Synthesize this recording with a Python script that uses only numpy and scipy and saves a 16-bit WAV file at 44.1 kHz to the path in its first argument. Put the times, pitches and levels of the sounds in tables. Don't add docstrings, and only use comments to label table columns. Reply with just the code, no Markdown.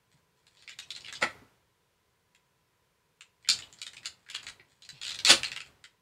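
import sys
import numpy as np
from scipy import signal
from scipy.fft import rfft
from scipy.io import wavfile

SR = 44100
rng = np.random.default_rng(int(sys.argv[2]) if len(sys.argv) > 2 else 0)


def persist_wave(psi):
    counts = np.round(np.clip(psi, -1, 1) * 32767).astype(np.int16)
    wavfile.write(sys.argv[1], SR, np.atleast_2d(counts).T)


N = 265041


def amp(db):
    return 10 ** (np.asarray(db) / 20)


def unit(x):
    return x / np.sqrt(np.mean(x ** 2) + 1e-20)


def read(points, hz):
    f, value = np.transpose(points)
    return np.interp(np.log(hz + 1), np.log(f + 1), value)


def add(mix, s, sound):
    part = mix[max(round(s * SR), 0):][:len(sound)]
    part += sound[:len(part)]


def noise(length, hz, kind):
    return signal.sosfilt(signal.butter(2, hz, kind, fs=SR, output="sos"), rng.standard_normal(length))


def colour(x, db_of, size=4096):
    log_gain = np.log(amp(db_of(abs(np.fft.fftfreq(size, 1 / SR)))) + 1e-6)
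    taps = np.fft.ifft(np.exp(signal.hilbert(log_gain).conj())).real
    return signal.fftconvolve(x, taps[:size // 2])[:len(x)]


def band_levels(edges, total_db, pitch_hz, focus):
    centres = np.sqrt(np.multiply(edges[:-1], edges[1:]))
    db = -focus * abs(np.log2(centres / pitch_hz))
    return total_db + db - 10 * np.log10(np.sum(amp(db) ** 2))


def set_bands(x, edges, levels_db, span_s):
    edges, hz = np.array(edges, float), np.fft.rfftfreq(len(x), 1 / SR)
    power = 2 * abs(rfft(x)) ** 2 / (len(x) * span_s * SR)
    have_db = 10 * np.log10(np.histogram(hz, edges, weights=power)[0] + 1e-20)
    low, high = edges[:-1], edges[1:]
    inner_hz = np.column_stack([low ** .8 * high ** .2, low ** .2 * high ** .8]).ravel()
    gains = np.column_stack([inner_hz, np.repeat(levels_db - have_db, 2)])
    return colour(x, lambda f: read(gains, f), size=2048)


# (frequency [Hz], level [dB])
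AIR_SPECTRUM = [(15, -24), (30, -11), (60, -2), (115, 0.5), (170, 1), (260, -13.5), (450, -1), (700, -14.5),
                (880, -11), (990, 1), (1120, -12), (1400, -9), (3000, -13), (15500, -24)]

def room_tone(level_db=-73.7):
    return amp(level_db) * unit(colour(rng.standard_normal(N), lambda f: read(AIR_SPECTRUM, f)))


# (start [s], letting go [s], peak over rest [dB])
PRIES = [(0.096, 0.178, 7.5), (0.364, 1.324, 24.5), (3.407, 3.547, 26.5), (3.543, 4.068, 17),
         (4.192, 4.473, 21.5), (4.679, 5.384, 31), (5.45, 5.69, 18.5)]

def effort(relax_db_per_s=60.5):
    t = np.arange(N) / SR
    effort_db, straining = np.zeros(N), np.zeros(N, bool)
    for start, end, db in PRIES:
        building = db * (t - start) / (end - start)
        relaxing = db - relax_db_per_s * (t - end)
        effort_db = np.maximum(effort_db, np.minimum(building, relaxing))
        straining |= (t > start) & (t < end)
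    return effort_db, straining


# (frequency [Hz], level [dB])
RUMBLE_SPECTRUM = [(15, -35.5), (30, -15.5), (52, -13), (75, -6), (115, -3.5), (200, -13), (500, -15),
                   (1000, -16), (3000, -24), (16000, -39.5)]

def rumble(rest_db=-80.5):
    swell_db, _ = effort()
    low_noise = unit(colour(rng.standard_normal(N), lambda f: read(RUMBLE_SPECTRUM, f)))
    return amp(rest_db + swell_db) * low_noise


# (frequency [Hz], width [Hz], lift [dB])
SHELL_MODES = [(231.5, 45, 8), (346.7, 13, 7), (555, 49, 9.5), (830, 110, 5.5), (1154, 28, 5),
               (1317, 43, 4), (1440, 70, 1.5), (1940, 98, 3), (2540, 290, 2.5), (3332, 86, 0),
               (4400, 170, 0), (7010, 580, 6.5)]

def shell_db(hz):
    return sum(db / (1 + (2 * (hz - f) / width) ** 2) for f, width, db in SHELL_MODES)


# (frequency [Hz], level [dB])
SNAP_SPECTRUM = [(60, -42), (250, -32), (800, -27), (1150, -18), (1500, -9.5), (1900, -8), (2800, -5),
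                 (4000, -3), (5100, -6.5), (5700, -12), (8200, -10), (10000, -22), (12200, -28.5),
                 (16000, -40.5)]

def plastic_db(hz):
    return read(SNAP_SPECTRUM, hz) + shell_db(hz)


def slips(length, per_s, spread_db):
    sizes = amp(spread_db * np.minimum(rng.exponential(1, length), 4))
    signs = rng.choice([-1, 1], length)
    slipping = rng.random(length) < per_s / SR
    return unit(sizes * signs * slipping)


def crinkles(ring_t60=0.012, rest_db=-81, follow=0.64):
    t = np.arange(1024) / SR
    effort_db, straining = effort()
    ticks = slips(N, per_s=130, spread_db=4)
    ring = rng.standard_normal(len(t)) * amp(-60 * t / ring_t60)
    crackle = unit(colour(signal.fftconvolve(ticks, ring)[:N], plastic_db))
    return crackle * straining * amp(rest_db + follow * effort_db)


def thump(db, hz, t60, onset_s=0.0044, scuff=0.4):
    t = np.arange(SR // 4) / SR
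    puff = unit(noise(len(t), [hz / 2, hz * 2], "band"))
    envelope = amp(db - 60 * t / t60) * (1 - np.exp(-t / onset_s))
    return envelope * (np.sin(2 * np.pi * hz * t) + scuff * puff)


# (time [s], level [dB], pitch [Hz])
FINGER_BUMPS = [(0.142, -55, 159), (1.350, -45, 424), (1.419, -43, 250), (3.492, -39.5, 192),
                (4.595, -51.5, 372), (4.928, -46, 132)]

def finger_bumps():
    out = np.zeros(N)
    for s, db, hz in FINGER_BUMPS:
        add(out, s, thump(db, hz, t60=0.055))
    return out


SNAP_BANDS = [900, 2500, 5500, 12000]
SNAP_TRIM_DB = [-0.64, -0.15, -1.04]
# (time [s], relative level [dB], pitch [Hz], focus [dB/octave])
SNAPS_AND_ECHOES = [(0.4674, -56, 3860, 5), (0.57, -57.5, 3700, 8), (0.623, -53.5, 2940, 4),
                    (0.6768, -40, 2250, 12.5), (0.6937, -43, 3740, -0.5), (0.7881, -35.5, 3840, 5.5),
                    (0.9044, -32.5, 3820, 11), (0.9505, -39, 4040, 16.5), (0.9625, -39.5, 3860, 4.5),
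                    (1.0074, -46.5, 4900, 11), (1.046, -44, 2820, 15), (1.0833, -38, 2610, 12.5),
                    (1.1259, -36.5, 4160, -1.5), (2.3485, -57.5, 2500, 3), (3.2084, -44, 2900, 4),
                    (3.4467, -48.5, 2100, 18.5), (3.4885, -16.5, 4780, 7.5), (3.4992, -18.5, 4430, 15.5),
                    (3.5889, -38.5, 7000, 2.5), (3.6211, -41, 2990, 20), (3.6306, -51.5, 3100, 11),
                    (3.7265, -47.5, 7600, 6.5), (3.7872, -51, 4240, 7), (3.8161, -33.5, 4270, 5.5),
                    (3.8655, -36, 3770, 5.5), (3.9334, -46.5, 7030, -1), (3.9674, -41.5, 2590, 7.5),
                    (4.0312, -50, 2010, 5), (4.0494, -43, 2610, 7), (4.0571, -30, 4700, 7.5),
                    (4.263, -54, 1750, 12), (4.2873, -45, 1750, 8.5), (4.3, -39, 3730, 3.5),
                    (4.3446, -41, 2470, 6), (4.3485, -29.5, 3050, 8.5), (4.4306, -45, 6000, 0),
                    (4.4668, -35.5, 2480, 6.5), (4.4862, -39, 3260, 3), (4.5965, -49, 2100, 22.5),
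                    (4.8212, -48, 4250, 10), (4.8493, -49.5, 4380, 9), (4.8902, -39.5, 4080, 5),
                    (5.1452, -35.5, 3940, 6.5), (5.1889, -33, 3730, 7.5), (5.2488, -17, 4380, 9),
                    (5.4324, -25.5, 2530, 7), (5.4456, -29.5, 4080, 21), (5.4696, -37, 2520, 6),
                    (5.517, -32.5, 2530, 8), (5.5625, -32.5, 2500, 8.5), (5.604, -36, 2513, 8.5),
                    (5.8402, -44, 2540, 5.5)]

def snaps(ring_t60=0.026, bending_s=.0007, tick_t60=0.0082, tick_onset_s=0.00008,
          split_hz=5500, crease_octaves=.2, gain_db=-7):
    out, t = np.zeros(N), np.arange(2048) / SR
    for s, db, pitch_hz, focus in list(SNAPS_AND_ECHOES) + seam():
        ring = noise(len(t), split_hz, "low") * amp(-60 * t / ring_t60)
        ring *= 1 - np.exp(-t / bending_s)
        tick = noise(len(t), split_hz, "high") * amp(-60 * t / tick_t60)
        tick *= 1 - np.exp(-t / tick_onset_s)
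        crease_db = lambda f: focus / (1 + (np.log2((f + 1) / pitch_hz) / crease_octaves) ** 2)
        snap = colour(ring + tick, lambda f: plastic_db(f) + crease_db(f))
        levels_db = band_levels(SNAP_BANDS, gain_db + db, pitch_hz, focus) + SNAP_TRIM_DB
        add(out, s, set_bands(snap, SNAP_BANDS, levels_db, span_s=0.02))
    return out


# (start [s], end [s], relative level [dB], centre [Hz])
EDGE_SCRAPES = [(0.55, 0.7, -64, 3400), (0.677, 0.737, -51.5, 2610), (0.799, 0.845, -53, 4000),
                (1.035, 1.091, -48, 2570), (1.124, 1.17, -43.5, 3994), (1.209, 1.229, -41.5, 4686),
                (3.471, 3.487, -45.5, 1950), (3.511, 3.542, -35, 5400), (4.281, 4.426, -51, 2800),
                (4.9, 5.003, -58.5, 3130), (5.255, 5.29, -24.5, 3620), (5.433, 5.473, -47, 3780)]

def scrapes(focus_db=7, ring_t60=0.011, gain_db=-5):
    out, t = np.zeros(N), np.arange(512) / SR
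    for start, end, db, centre_hz in EDGE_SCRAPES:
        length = max(round((end - start) * SR), len(t))
        ring = rng.standard_normal(len(t)) * amp(-60 * t / ring_t60)
        grains = slips(length, per_s=1100, spread_db=4.5) * signal.windows.tukey(length, .5)
        spot_db = lambda f: -focus_db * np.minimum(np.log2((f + 1) / centre_hz) ** 2, 2)
        scrape = colour(signal.fftconvolve(grains, ring), lambda f: plastic_db(f) + spot_db(f))
        add(out, start, amp(db + gain_db) * unit(scrape))
    return out


# (frequency [Hz], level [dB])
BUCKLE_SPECTRUM = [(30, -27.5), (100, -7), (230, 1.5), (700, -1), (2000, 2), (4500, 4.5), (6000, -7.5),
                   (8200, -8), (10500, -14.5), (12500, -32), (16000, -30)]
BUCKLE_BANDS = [100, 450, 1100, 2500, 5500, 12000]
# (climax [s], rise [s], fall [s], level [dB], pitch [Hz], focus [dB/octave], swing [dB])
PANEL_BUCKLES = [(1.228, 0.0048, 0.0062, -22, 1480, 8, -32), (5.304, 0.014, 0.014, -16, 3920, 6.5, -21)]

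def buckles():
    out, t = np.zeros(N), np.arange(-SR // 20, SR // 8) / SR
    for s, rise, fall, db, pitch_hz, focus, _ in PANEL_BUCKLES:
        envelope = np.exp(np.minimum(t / rise, -t / fall))
        avalanche = slips(len(t), per_s=9000, spread_db=3.5) * envelope
        burst = colour(avalanche, lambda f: read(BUCKLE_SPECTRUM, f) + shell_db(f))
        levels_db = band_levels(BUCKLE_BANDS, db, pitch_hz, focus)
        add(out, s + t[0], set_bands(burst, BUCKLE_BANDS, levels_db, span_s=rise + fall))
    return out


# (pitch [Hz], level against the swing [dB], t60 [s])
PANEL_MODES = [(247, -1.5, 0.067), (342, -2.5, 0.11), (545, 1.5, .08)]

def panel_swings(lead_s=.004):
    out = np.zeros(N)
    for s, *_, swing_db in PANEL_BUCKLES:
        for hz, mode_db, t60 in PANEL_MODES:
            add(out, s - lead_s, thump(swing_db + mode_db, hz, t60))
    return out


def seam(start_s=5.014, teeth=8, first_gap_s=.019, gap_share=.915, pitch_hz=3780, focus=7.5):
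    gaps = first_gap_s * gap_share ** np.arange(teeth)
    times = start_s + np.cumsum(gaps) - gaps
    levels_db = -33.5 - 2.5 * np.linspace(-1, 1, teeth) ** 2
    return [(s, db, pitch_hz, focus) for s, db in zip(times, levels_db)]


# (delay [s], level [dB])
NEAR_ECHOES = [(.0042, -14.5), (.0096, -4), (0.0109, -12), (0.0144, -9), (.0163, -9), (.0215, -32),
               (.029, -36)]
# (frequency [Hz], t60 [s])
ROOM_DECAY = [(100, 0.3), (400, 0.21), (1200, 0.49), (3000, 0.34), (8000, 0.18), (15000, .5)]

def reflections(early_db=-7, early_t60=0.18, late_db=-16, build_up_s=0.015, wander_s=.0005):
    t = np.arange(SR) / SR
    opening = np.clip(t / build_up_s - .5, 0, 1)
    early = rng.standard_normal(SR) * opening * amp(-60 * t / early_t60)
    hz, frame_s, spectrum = signal.stft(rng.standard_normal(SR), SR, nperseg=256)
    decay = amp(-60 * frame_s / read(ROOM_DECAY, hz)[:, None])
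    late = signal.istft(spectrum * decay, SR, nperseg=256)[1][:SR] * opening
    response = amp(early_db) * early / np.linalg.norm(early) + amp(late_db) * late / np.linalg.norm(late)
    for delay, db in NEAR_ECHOES:
        add(response, delay + wander_s * rng.uniform(-1, 1), amp([db]) * rng.choice([-1, 1]))
    return response


def room(x, facets=6, facet_s=.011):
    sounding = np.arange(N) / SR / facet_s % facets
    out = x.copy()
    for facet in range(facets):
        away = abs((sounding - facet + facets / 2) % facets - facets / 2)
        crossfade = np.cos(np.pi / 2 * np.minimum(away, 1))
        out += signal.fftconvolve(x * crossfade, reflections())[:N]
    return out


def scene():
    thumps = finger_bumps() + panel_swings()
    thump_echoes = signal.fftconvolve(thumps, reflections())[:N] * amp(-2)
    crackle = room(snaps() + buckles() + scrapes() + crinkles())
    return (crackle + thumps + thump_echoes + rumble() + room_tone())[None]


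def record(dry):
    ceiling, edge_hz = .86, 15750
    lowpass = signal.firwin(511, edge_hz, window=("kaiser", 9), fs=SR)
    return signal.oaconvolve(np.clip(dry, -ceiling, ceiling), lowpass[None], "same")


dry = scene()
out = record(dry)
persist_wave(out)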